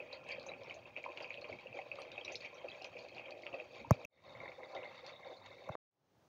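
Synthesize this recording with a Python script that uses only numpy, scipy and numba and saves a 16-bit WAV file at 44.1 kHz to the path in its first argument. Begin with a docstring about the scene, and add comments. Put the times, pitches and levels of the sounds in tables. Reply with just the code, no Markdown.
"""A thick curry simmers in a wide pan near a hand-held phone, over low rumble, faint kitchen noise and hiss.
From the start, swarms of damped sines make bubbles of four sizes; louder sines with spits of noise make pops.
Steam sputters, noise cracks followed by narrow strings of sines, join in; later fingers knock the phone.
At about 4.1 s the sound cuts out and fades back from a new position, with other resonances; at about 5.8 s,
just after further knocks, it cuts out again and fades back over the quiet kitchen alone."""
import sys
import numpy as np
from scipy import signal
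from scipy.fft import rfft, irfft
from scipy.io import wavfile
from scipy.ndimage import uniform_filter1d
from numba import njit

SR = 44100
rng = np.random.default_rng(int(sys.argv[2]) if len(sys.argv) > 2 else 0)


def int16_out(signal):
    """Quantize to a 16-bit WAV file."""
    q = np.round(np.clip(np.atleast_2d(signal).T, -1, 1) * 32767)
    wavfile.write(sys.argv[1], SR, q.astype(np.int16))


def gain_from_decibels(decibels):
    """Convert decibel values to linear amplitude factors."""
    exponent = np.asarray(decibels, float) / 20
    return 10 ** exponent


N = 276930
TIME = np.arange(N) / SR


def level(x, db):
    """Root-mean-square normalisation: scale a signal to an rms level in dB."""
    return x * gain_from_decibels(db) / np.sqrt(np.mean(x ** 2))


def response(points, peaks=()):
    """Transfer magnitude: a curve through (Hz, dB) points times resonance peaks (Hz, width Hz, lift dB)."""
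    hz = np.maximum(np.fft.rfftfreq(N, 1 / SR), 1)
    point_hz, point_db = np.transpose(points)
    gain = gain_from_decibels(np.interp(np.log(hz), np.log(point_hz), point_db))
    for centre, width, lift_db in peaks:
        detuning = 2 * (hz - centre) / width
        gain = gain * (1 + (gain_from_decibels(lift_db) - 1) / (1 + detuning ** 2))
    return gain


def causal(x, gain):
    """Minimum-phase filtering: the folded cepstrum lets resonances ring only after their excitation."""
    cepstrum = irfft(np.log(gain), N)
    cepstrum[1:N // 2] *= 2
    cepstrum[N // 2 + 1:] = 0
    return irfft(rfft(x) * np.exp(rfft(cepstrum)), N)


def noise(points):
    """Spectral shaping: steady white noise filtered to a given colour."""
    return irfft(rfft(rng.standard_normal(N)) * response(points), N)


def walk(rate):
    """Slow random modulation: normal levels drawn `rate` times a second, joined by straight ramps."""
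    hold = int(SR / rate)
    steps = np.repeat(rng.standard_normal(400), hold)[:N]
    return 1.046 * uniform_filter1d(steps, hold)


def swells(centre, width, change_db):
    """Gaussian modulation: a sum of bell-shaped level changes in dB, each with its full width at 1/e."""
    return sum(db * np.exp(-4 * ((TIME - at) / wide) ** 2)
               for at, wide, db in zip(centre, width, change_db))


def puffs(s, db, t60, rise):
    """Impulse excitation of an envelope: gusts rise with time constant `rise` in s and decay exponentially."""
    trigger = np.zeros(N)
    np.add.at(trigger, (s * SR).astype(int), gain_from_decibels(db))
    age = TIME[:SR // 8]
    return signal.fftconvolve(trigger, (1 - np.exp(-age / rise)) * 1000. ** (-age / t60))[:N]


@njit
def rings(start, hz, t60, size, glide, rise, length):
    """Damped free oscillation: sines swell over the share `rise` of their life, then decay; pitch glides."""
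    out = np.zeros(length)
    for k in range(len(start)):
        life = int(t60[k] * SR)
        phase = 0.
        for i in range(min(life, length - start[k])):
            age = i / life
            phase += 2 * np.pi * hz[k] * (1 + glide * age) / SR
            swell = np.sin(np.pi / 2 * min(age / rise, 1.)) ** 2
            decay = 1000. ** -max(age - rise, 0.)
            out[start[k] + i] += size[k] * swell * decay * np.sin(phase)
    return out


def ring_rows(rows, glide, rise):
    """Superposition of damped oscillations, from rows of (start s, Hz, T60 s, amplitude)."""
    s, hz, t60, size = (np.ascontiguousarray(c) for c in np.transpose(rows))
    return rings((s * SR).astype(np.int64), hz, t60, size, glide, rise, N)


# Broad colour under the resonances. Each row: frequency in Hz, gain in dB.
PAN_COLOUR = [(150, -8.5), (300, -1), (600, 3.5), (1000, -3), (1500, -11), (2200, -7.5), (3500, -15.5),
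              (5500, -25.5), (6800, -29), (8000, -38.5), (10000, -64)]
# Resonances between pan and microphone, one table a position.
# Each row: centre in Hz, width in Hz, lift in dB.
POSITION_RESONANCES = [
    [(530, 95, 11.5), (704, 30, 5.5), (1030, 470, 4.5), (2490, 380, 22.5), (3195, 130, 11),
     (3750, 160, 5.5), (4550, 140, 12), (5380, 220, 3.5), (6580, 100, 7.5)],
    [(525, 65, 12.5), (720, 120, 5.5), (1100, 360, 9.5), (2136, 320, 17), (2640, 88, 7.5),
     (3700, 260, 14.5), (4450, 230, 10.5), (4900, 200, -3), (6450, 400, 0.5)],
]


def heard(x):
    """Resonant transmission: through the modes of the first position, then of the second."""
    move_s = 4.09
    first, second = (causal(x, response(PAN_COLOUR, peaks)) for peaks in POSITION_RESONANCES)
    return np.where(TIME < move_s, first, second)


def walls(x):
    """Diffuse reverberation: a short decaying noise tail from pan wall, hob and tiles."""
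    t60_s, tail_db = 0.082, -7
    age = TIME[:SR // 4]
    tail = rng.standard_normal(len(age)) * 1000. ** (-age / t60_s) * (age > .003)
    return x + gain_from_decibels(tail_db) * signal.fftconvolve(x, tail / np.linalg.norm(tail))[:N]


# Kitchen background colour. Each row: frequency in Hz, relative density in dB per Hz.
KITCHEN_COLOUR = [(30, -25), (80, -9.5), (125, -7.5), (230, -12), (850, -15), (1400, -23.5), (2500, -29),
                  (6500, -32.5), (8000, -53.5), (12000, -73.5)]


def kitchen():
    """Stationary background noise: a steady, mostly low spectrum."""
    return level(noise(KITCHEN_COLOUR), -73.5)


# Microphone hiss colour. Each row: frequency in Hz, relative density in dB per Hz.
HISS_COLOUR = [(3000, -9.5), (8000, -4), (13600, -9), (14700, 1), (15700, 0), (15900, -39)]


def hiss():
    """Microphone self-noise: a steady high-frequency spectrum."""
    return level(noise(HISS_COLOUR), -92.5)


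# Burner and hand rumble colour. Each row: frequency in Hz, relative density in dB per Hz.
RUMBLE_COLOUR = [(20, -8), (45, -2.5), (100, -0.5), (170, -3), (280, -1), (400, -27), (700, -77)]
# The hand shifts on the phone. Each row: centre in seconds, full width in seconds, rumble lift in dB.
HAND_SHIFTS = [(.5, 0.97, 8), (1.126, .15, 5.5), (1.383, .1, 3.5), (1.541, 0.087, 16), (1.7, 0.073, 12),
               (1.893, 0.041, 1), (2.123, .08, 5.5), (2.4, 0.24, 5), (3.55, .07, 3), (3.819, 0.033, 15.5),
               (3.872, 0.045, 16), (3.958, 0.071, 14), (4.4, 0.19, 5), (4.797, .14, 12),
               (5.275, 0.047, 9.5), (5.667, 0.079, 10)]


def rumble():
    """Amplitude-modulated low-frequency noise: burner and hand, swelling as the grip shifts."""
    mean_db, wander_db, wander_per_s = -76.5, 3.5, 9
    db = mean_db + swells(*np.transpose(HAND_SHIFTS)) + wander_db * walk(wander_per_s)
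    return level(noise(RUMBLE_COLOUR), 0) * gain_from_decibels(db)


def swarm(low_hz, high_hz, rate, cycles, spread_db, fizz_db):
    """Random bubble resonance: scattered bursts, a few much larger, over the fizz of uncountable ones."""
    when, pitch, big, sign = rng.random((4, 8000))
    keep = np.arange(8000) < rate * N / SR
    hz = low_hz + (high_hz - low_hz) * pitch
    spread = gain_from_decibels(-spread_db * np.log(1 - .98 * big))
    size = keep * np.sign(sign - .5) * spread * np.sqrt(hz / low_hz)
    # the pitch rises as the cavity shrinks
    bursts = ring_rows(np.transpose([when * N / SR, hz, 3 * cycles / hz, size]), glide=0.092, rise=.2)
    fizz = noise([(low_hz / 1.2, -40), (low_hz, 0), (high_hz, 0), (high_hz * 1.15, -40)])
    return level(bursts, 0) + level(fizz, fizz_db)


def blisters():
    """Impulsive modulation: the sauce skin tears at random; for a moment every swarm bursts harder."""
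    per_s, mean_db, spread_db = 30, -1, 6
    when, big = rng.random((400, 2))[:int(per_s * N / SR)].T
    gusts = puffs(when * N / SR, mean_db + spread_db * (big - .5), t60=.08, rise=.003)
    return level(1 + gusts, 0)


# Slow strength of the boil. Each row: time in seconds, relative level in dB, treble control in dB.
BOIL_STRENGTH = [(0, -63, -0.5), (.21, -62.5, -5), (.4, -59.5, 1.5), (.92, -66.5, 0.5), (1.2, -59, -2),
                 (1.62, -61, -1), (2.1, -60, -2.5), (2.55, -62.5, 3), (2.92, -60, 0.5), (3.4, -60.5, -3),
                 (3.75, -59.5, -1), (4.03, -62, -10), (4.13, -68, 2), (4.3, -62.5, 2), (4.55, -61.5, 1),
                 (4.95, -62, 5.5), (5.17, -68, 1.5), (5.36, -64.5, 1), (5.75, -61.5, 2.5)]
# Heaves of the sauce, which alter all swarms. Each row: centre in seconds, full width in seconds,
# level change in dB, tilt in dB from one swarm to the next finer.
SAUCE_HEAVES = [(.005, 0.043, 14, -6.5), (0.15, 0.057, 1, 3), (0.303, 0.13, 4.5, 2.5),
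                (0.494, 0.049, 4, -0.5), (0.533, 0.067, 2, -3), (0.641, 0.041, 3.5, -4),
                (0.704, 0.24, 8.5, -1.5), (0.877, 0.024, 9, 0.5), (0.987, 0.05, 10.5, -1.5),
                (1.076, 0.083, 9.5, -4), (1.22, 0.069, 5, 0), (1.34, 0.036, -5.5, 3.5),
                (1.499, 0.063, 7, 0), (1.774, 0.065, 7.5, 0.5), (2, .09, 11.5, -1),
                (2.183, 0.15, 5.5, -1.5), (2.291, 0.083, 7.5, 0), (2.442, 0.069, 0, 4),
                (2.594, 0.068, 6.5, 0), (2.661, 0.055, 12.5, -4.5), (2.858, 0.043, 5.5, -1.5),
                (2.99, 0.046, 0.5, 1), (3.172, 0.12, 2.5, 0), (3.307, 0.041, 4.5, -2),
                (3.543, 0.029, 12.5, -1.5), (3.612, 0.087, 6, 0), (3.798, 0.088, 0.5, 2.5),
                (3.931, 0.065, 8, 3.5), (4.016, 0.072, 7, 3), (4.401, 0.095, 7.5, -1),
                (4.636, 0.097, 7, -3), (4.763, 0.067, 9, -2.5), (4.831, 0.037, 6.5, -2),
                (5.09, 0.13, 4, 0.5), (5.28, 0.13, 8.5, -1), (5.458, 0.029, -5.5, 4.5)]
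# Bubble swarms, coarse to fine. Each row: lowest starting pitch in Hz, highest in Hz, bursts per second,
# cycles per 20 dB of decay, size spread in dB, fizz against the bursts in dB.
BUBBLE_SWARMS = [(253.8, 778, 340, 4.68, 2.0, -5), (776, 1722, 320, 8.0, 2.5, -6),
                 (1578, 3430, 900, 11.7, 3, -12.5), (3424, 7200, 930, 14, 3, -10)]
# Level of each swarm against the boil, in dB.
SWARM_LEVELS = [0, -7.5, -4, -13]
# Share of the treble control that each swarm follows, without unit.
SWARM_TREBLE_SHARES = [0, .4, 1, 1.1]


def boil():
    """Collective bubble noise: swarms share the boil and its heaves; each also wanders alone."""
    wander_db, wander_per_s = 2.5, 14
    s, boil_db, treble_db = np.transpose(BOIL_STRENGTH)
    centre, width, change_db, tilt_db = np.transpose(SAUCE_HEAVES)
    swarms = 0
    for k, row in enumerate(BUBBLE_SWARMS):
        db = np.interp(TIME, s, boil_db + SWARM_LEVELS[k] + SWARM_TREBLE_SHARES[k] * treble_db)
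        db = db + swells(centre, width, change_db + k * tilt_db)
        db = db + wander_db * walk(wander_per_s)
        swarms = swarms + level(heard(swarm(*row)), 0) * gain_from_decibels(db)
    return swarms * blisters()


# Loud single bursts. Each row: time of the spit in seconds, relative ring level in dB,
# starting pitch in Hz, nominal T60 in seconds.
LOUD_POPS = [(.002, -39, 2470, 0.014), (0.1285, -44, 3900, 0.015), (.129, -44, 534, 0.044),
             (0.2906, -42, 2610, 0.011), (.344, -45, 545, 0.019), (.38, -40.5, 525, 0.037),
             (.465, -43.5, 830, 0.0084), (.4868, -43, 2490, 0.012), (0.49, -46.5, 3850, 0.022),
             (.5172, -42, 2320, .012), (0.537, -41, 2430, 0.0093), (0.595, -51.5, 522, 0.024),
             (.681, -43, 500, 0.011), (.6968, -44, 2940, 0.014), (0.7095, -38, 2296, 0.01),
             (0.8553, -47.5, 2560, 0.016), (0.9646, -34, 2430, 0.0092), (0.974, -40, 2570, .008),
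             (1.0408, -37, 2340, 0.0073), (1.062, -35, 953, 0.014), (1.086, -50.5, 1014, 0.05),
             (1.119, -46, 2420, 0.01), (1.1746, -36, 2680, 0.0039), (1.2045, -37, 2570, 0.0036),
             (1.2444, -39.5, 2550, .0083), (1.3055, -35.5, 2310, 0.011), (1.3429, -36.5, 2800, 0.0028),
             (1.375, -42, 2580, 0.0085), (1.4437, -39.5, 2450, 0.0079), (1.5267, -40, 2210, 0.013),
             (1.658, -43, 523, 0.024), (1.6699, -43, 2640, 0.013), (1.728, -44.5, 2540, 0.012),
             (1.789, -39.5, 744, 0.021), (1.789, -38.5, 2160, 0.011), (1.916, -33, 2490, 0.011),
             (1.935, -46.5, 543, .053), (1.984, -45, 556, 0.031), (1.986, -44, 1160, .015),
             (2.1592, -47.5, 3110, 0.0047), (2.177, -45, 688, 0.033), (2.1789, -35, 2494, 0.014),
             (2.2116, -43.5, 3140, 0.013), (2.2497, -40, 3860, 0.0092), (2.2804, -34.5, 2490, 0.0093),
             (2.345, -44.5, 465, 0.032), (2.3461, -45, 2220, 0.012), (2.4199, -56, 2400, .012),
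             (2.6838, -42, 2550, 0.019), (2.7, -50, 3900, 0.013), (2.717, -44, 3230, .01),
             (2.816, -47.5, 713, .035), (2.8157, -46, 2650, 0.013), (2.834, -48, 2750, 0.0049),
             (2.8475, -38.5, 2490, 0.0086), (2.968, -44, 2440, .0085), (3.1823, -38, 2580, 0.006),
             (3.194, -47, 680, 0.023), (3.196, -40.5, 2500, 0.0067), (3.258, -50, 3120, 0.014),
             (3.322, -47.5, 2460, 0.02), (3.435, -44.5, 2170, 0.01), (3.4671, -32.5, 2550, 0.004),
             (3.5289, -43.5, 2640, 0.012), (3.532, -41, 525, 0.01), (3.5997, -38, 2470, 0.012),
             (3.846, -43.5, 904, .025), (3.9257, -45, 2440, 0.016), (4.0497, -38.5, 2440, 0.0092),
             (4.4026, -43, 2154, .014), (4.4582, -42, 1990, 0.0073), (4.4789, -42.5, 2120, 0.013),
             (4.493, -46.5, 530, 0.017), (4.518, -46.5, 2300, .0096), (4.576, -52, 532, 0.12),
             (4.6327, -43.5, 2050, 0.011), (4.8317, -46, 2640, 0.0078), (4.8546, -44, 2040, .015),
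             (5.025, -51, 510, 0.093), (5.1052, -46.5, 2240, 0.0083), (5.262, -46, 527, 0.061),
             (5.298, -56, 540, .047)]


def pops():
    """Cavity resonance with impulsive excitation: a ring, and a spit of droplets that excites all modes."""
    spit_at_1khz_db, per_octave_db, scatter_db = -21.5, 5, 3.5  # spit against the ring
    s, ring_db, hz, t60 = np.transpose(LOUD_POPS)
    spit_db = spit_at_1khz_db + per_octave_db * np.log2(hz / 1000)
    spit_db = spit_db + scatter_db * rng.standard_normal(len(s))
    rows = np.transpose([s - .001, hz, np.clip(t60, .003, .08), gain_from_decibels(ring_db)])
    ring = ring_rows(rows, glide=0.074, rise=0.2)
    spit = puffs(s, ring_db + spit_db, t60=0.1, rise=0.00062) * rng.standard_normal(N)
    return ring + heard(spit)


# Sputters of steam from a small vent. Each row: start in seconds, relative level in dB,
# central pitch in Hz, length in seconds, crack against that level in dB.
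STEAM_SPUTTERS = [(0.126, -37.5, 4400, 0.047, -5.5), (.24, -62, 6000, .02, 8),
                  (0.284, -62, 7900, 0.034, -14), (0.288, -52.5, 6500, .015, 12),
                  (0.3163, -34, 4650, 0.019, -5.5), (0.396, -43.5, 4330, 0.042, 3),
                  (0.429, -52, 3870, .02, 8), (0.4596, -36, 6370, .025, -11),
                  (0.634, -51.5, 5440, .04, 6.5), (0.698, -59, 4540, .03, 6.5),
                  (0.7417, -43.5, 6370, 0.026, -1), (1.03, -56.5, 6800, .03, 7),
                  (1.051, -58, 5000, 0.028, 7), (1.1747, -54, 4430, .047, 13), (1.2244, -40, 4630, .04, -2),
                  (1.297, -61, 6500, 0.015, 2.5), (1.33, -45, 4000, .07, -6), (1.412, -41, 4330, 0.034, -2),
                  (1.527, -52, 4400, .04, 2), (1.609, -52.5, 4400, .04, 5), (1.956, -53.5, 3820, .05, 13),
                  (1.991, -56, 9100, 0.04, -12), (2.018, -47, 4440, .12, 12.5),
                  (2.117, -41, 3700, 0.05, 2.5), (2.2474, -39, 5430, 0.019, 4),
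                  (2.3176, -38.5, 6380, 0.099, -9), (2.318, -47, 5300, .03, -5),
                  (2.355, -31, 5150, .02, 2.5), (2.405, -42.5, 4550, .02, -4),
                  (2.544, -46.5, 5800, 0.036, -16), (2.686, -49, 4500, 0.022, 0),
                  (2.821, -49.5, 4300, .013, 8), (2.844, -45.5, 5900, 0.039, 12),
                  (2.989, -42.5, 4500, .044, 1), (3.0859, -47.5, 4300, 0.047, 4),
                  (3.146, -45, 4400, .04, -2), (3.307, -44, 4620, 0.026, 5.5),
                  (3.421, -48.5, 4470, 0.034, 3), (4.637, -54, 3580, 0.065, -10),
                  (4.749, -45, 3200, .037, 3), (4.988, -50, 3560, 0.039, -14),
                  (5.0641, -41.5, 4390, 0.076, 6), (5.1574, -45, 3600, 0.036, -13),
                  (5.3634, -44.5, 4270, 0.033, -10), (5.4604, -46.5, 3800, 0.021, 1)]
# Colour of the crack. Each row: frequency in Hz, gain in dB.
CRACK_COLOUR = [(1500, -37), (2500, 10), (5000, 7), (7000, -9.5), (8500, -30), (15000, -32), (16000, -56.5)]


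def sputters():
    """Narrow-band pulse train: the skin cracks; tiny bubbles near one pitch fade as the vent closes."""
    s, sputter_db, hz, length, crack_db = np.transpose(STEAM_SPUTTERS)[:, :, None]
    shape = (len(s), 24)  # bubbles in each string
    late, detune = rng.random(shape), rng.standard_normal(shape)
    pitch = hz * (1 + 0.031 * detune)
    start = s + late * np.clip(length, .003, .12)
    columns = [start, pitch, 40 / pitch, gain_from_decibels(sputter_db - 12.5 - 26.4 * late)]
    whistle = ring_rows(np.transpose([c.ravel() for c in columns]), glide=0.013, rise=0.21)
    gusts = puffs(s[:, 0], (sputter_db + crack_db)[:, 0], t60=0.0061, rise=0.0009)
    return whistle + causal(gusts * rng.standard_normal(N), response(CRACK_COLOUR))


# Knocks on the phone. Each row: contact in seconds, relative levels of thump, shell and tick in dB,
# softness of contact from 0 to 1.
PHONE_KNOCKS = [(3.9086, -13, -15, -25.5, 0.1), (4.049, -53, -56, -42, 0.02), (5.6894, -75, -41, -54, .08),
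                (5.6912, -37, -31, -77, 0.27), (5.752, -59.5, -32.5, -71, 0.08)]
# Swing of the whole phone: starting pitch in Hz, nominal T60 in seconds.
THUMP_MODE = (119, 0.032)
# Shell modes. Each row: starting pitch in Hz, relative level in dB, nominal T60 in seconds.
SHELL_MODES = [(240, -21, 0.0082), (664, -2.5, 0.015), (871, -1.5, 0.0099), (1040, -5.5, 0.011),
               (1444, -16.5, 0.012), (2180, -25.5, 0.016)]
# Colour of the tick. Each row: frequency in Hz, gain in dB.
TICK_COLOUR = [(1500, -36.5), (2450, 0.5), (4000, -22.5), (6000, 9.5), (9000, -16), (12500, -13),
               (15000, -1.5), (16000, -24)]


def knocks():
    """Modal response to impact: the shell rings at once with a tick; the whole phone swings with its own lag."""
    lag_s, soft_lag_s = 0.0018, .025  # the swing comes later after a softer contact
    out = 0
    for s, thump_db, shell_db, _, soft in PHONE_KNOCKS:
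        swing_s = s + lag_s + soft_lag_s * soft - .25 / THUMP_MODE[0]  # a quarter period early
        out = out + ring_rows([(swing_s, *THUMP_MODE, -gain_from_decibels(thump_db))], glide=-.05, rise=.12)
        modes = [(s, hz, t60, gain_from_decibels(shell_db + db)) for hz, db, t60 in SHELL_MODES]
        out = out + ring_rows(modes, glide=-0.091, rise=np.clip(soft, .01, .5))
    s, tick_db = np.transpose(PHONE_KNOCKS)[[0, 3]]
    ticks = puffs(s, tick_db, t60=0.0062, rise=.00015) * rng.standard_normal(N)
    return out + causal(ticks, response(TICK_COLOUR))


# Cuts in the sound. Each row: cut in seconds, time from cut to fade in seconds, fade length in seconds.
SOUND_CUTS = [(4.054, .038, .2), (5.7545, .133, .36)]


def cuts():
    """Gain modulation: an overall gain drops at each cut and climbs back along a slightly bent ramp."""
    gain_db, drop_s, fade_bend = 2, .002, 1.27  # a bend of 1 is straight
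    gain = np.full(N, gain_from_decibels(gain_db))
    for s, silence, fade in SOUND_CUTS:
        since = TIME - s
        ramp = np.clip((since - silence) / fade, 0, 1) ** fade_bend
        drop = np.clip(1 - since / drop_s, 0, 1)
        gain = gain * np.maximum(ramp, drop)
    return gain


def scene():
    """Superposition of sources: the pan sounds until 5.8 s, the kitchen throughout, with the knocks."""
    pan = walls(boil() + rumble() + pops() + sputters())
    return (pan * (TIME < 5.8) + kitchen() + knocks())[None]


def roll_off(x):
    """The treble ends steeply here."""
    return signal.sosfilt(signal.butter(12, 16740, fs=SR, output="sos"), x)


def record(dry):
    """High-pass transduction: the microphone drops the deepest bass and adds hiss; then come the cuts."""
    high_pass = signal.butter(3, 75.6, "high", fs=SR, output="sos")
    picked = signal.sosfilt(high_pass, dry)
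    mix = (picked + hiss()) * cuts()
    return roll_off(mix)


dry = scene()
out = record(dry)
int16_out(out)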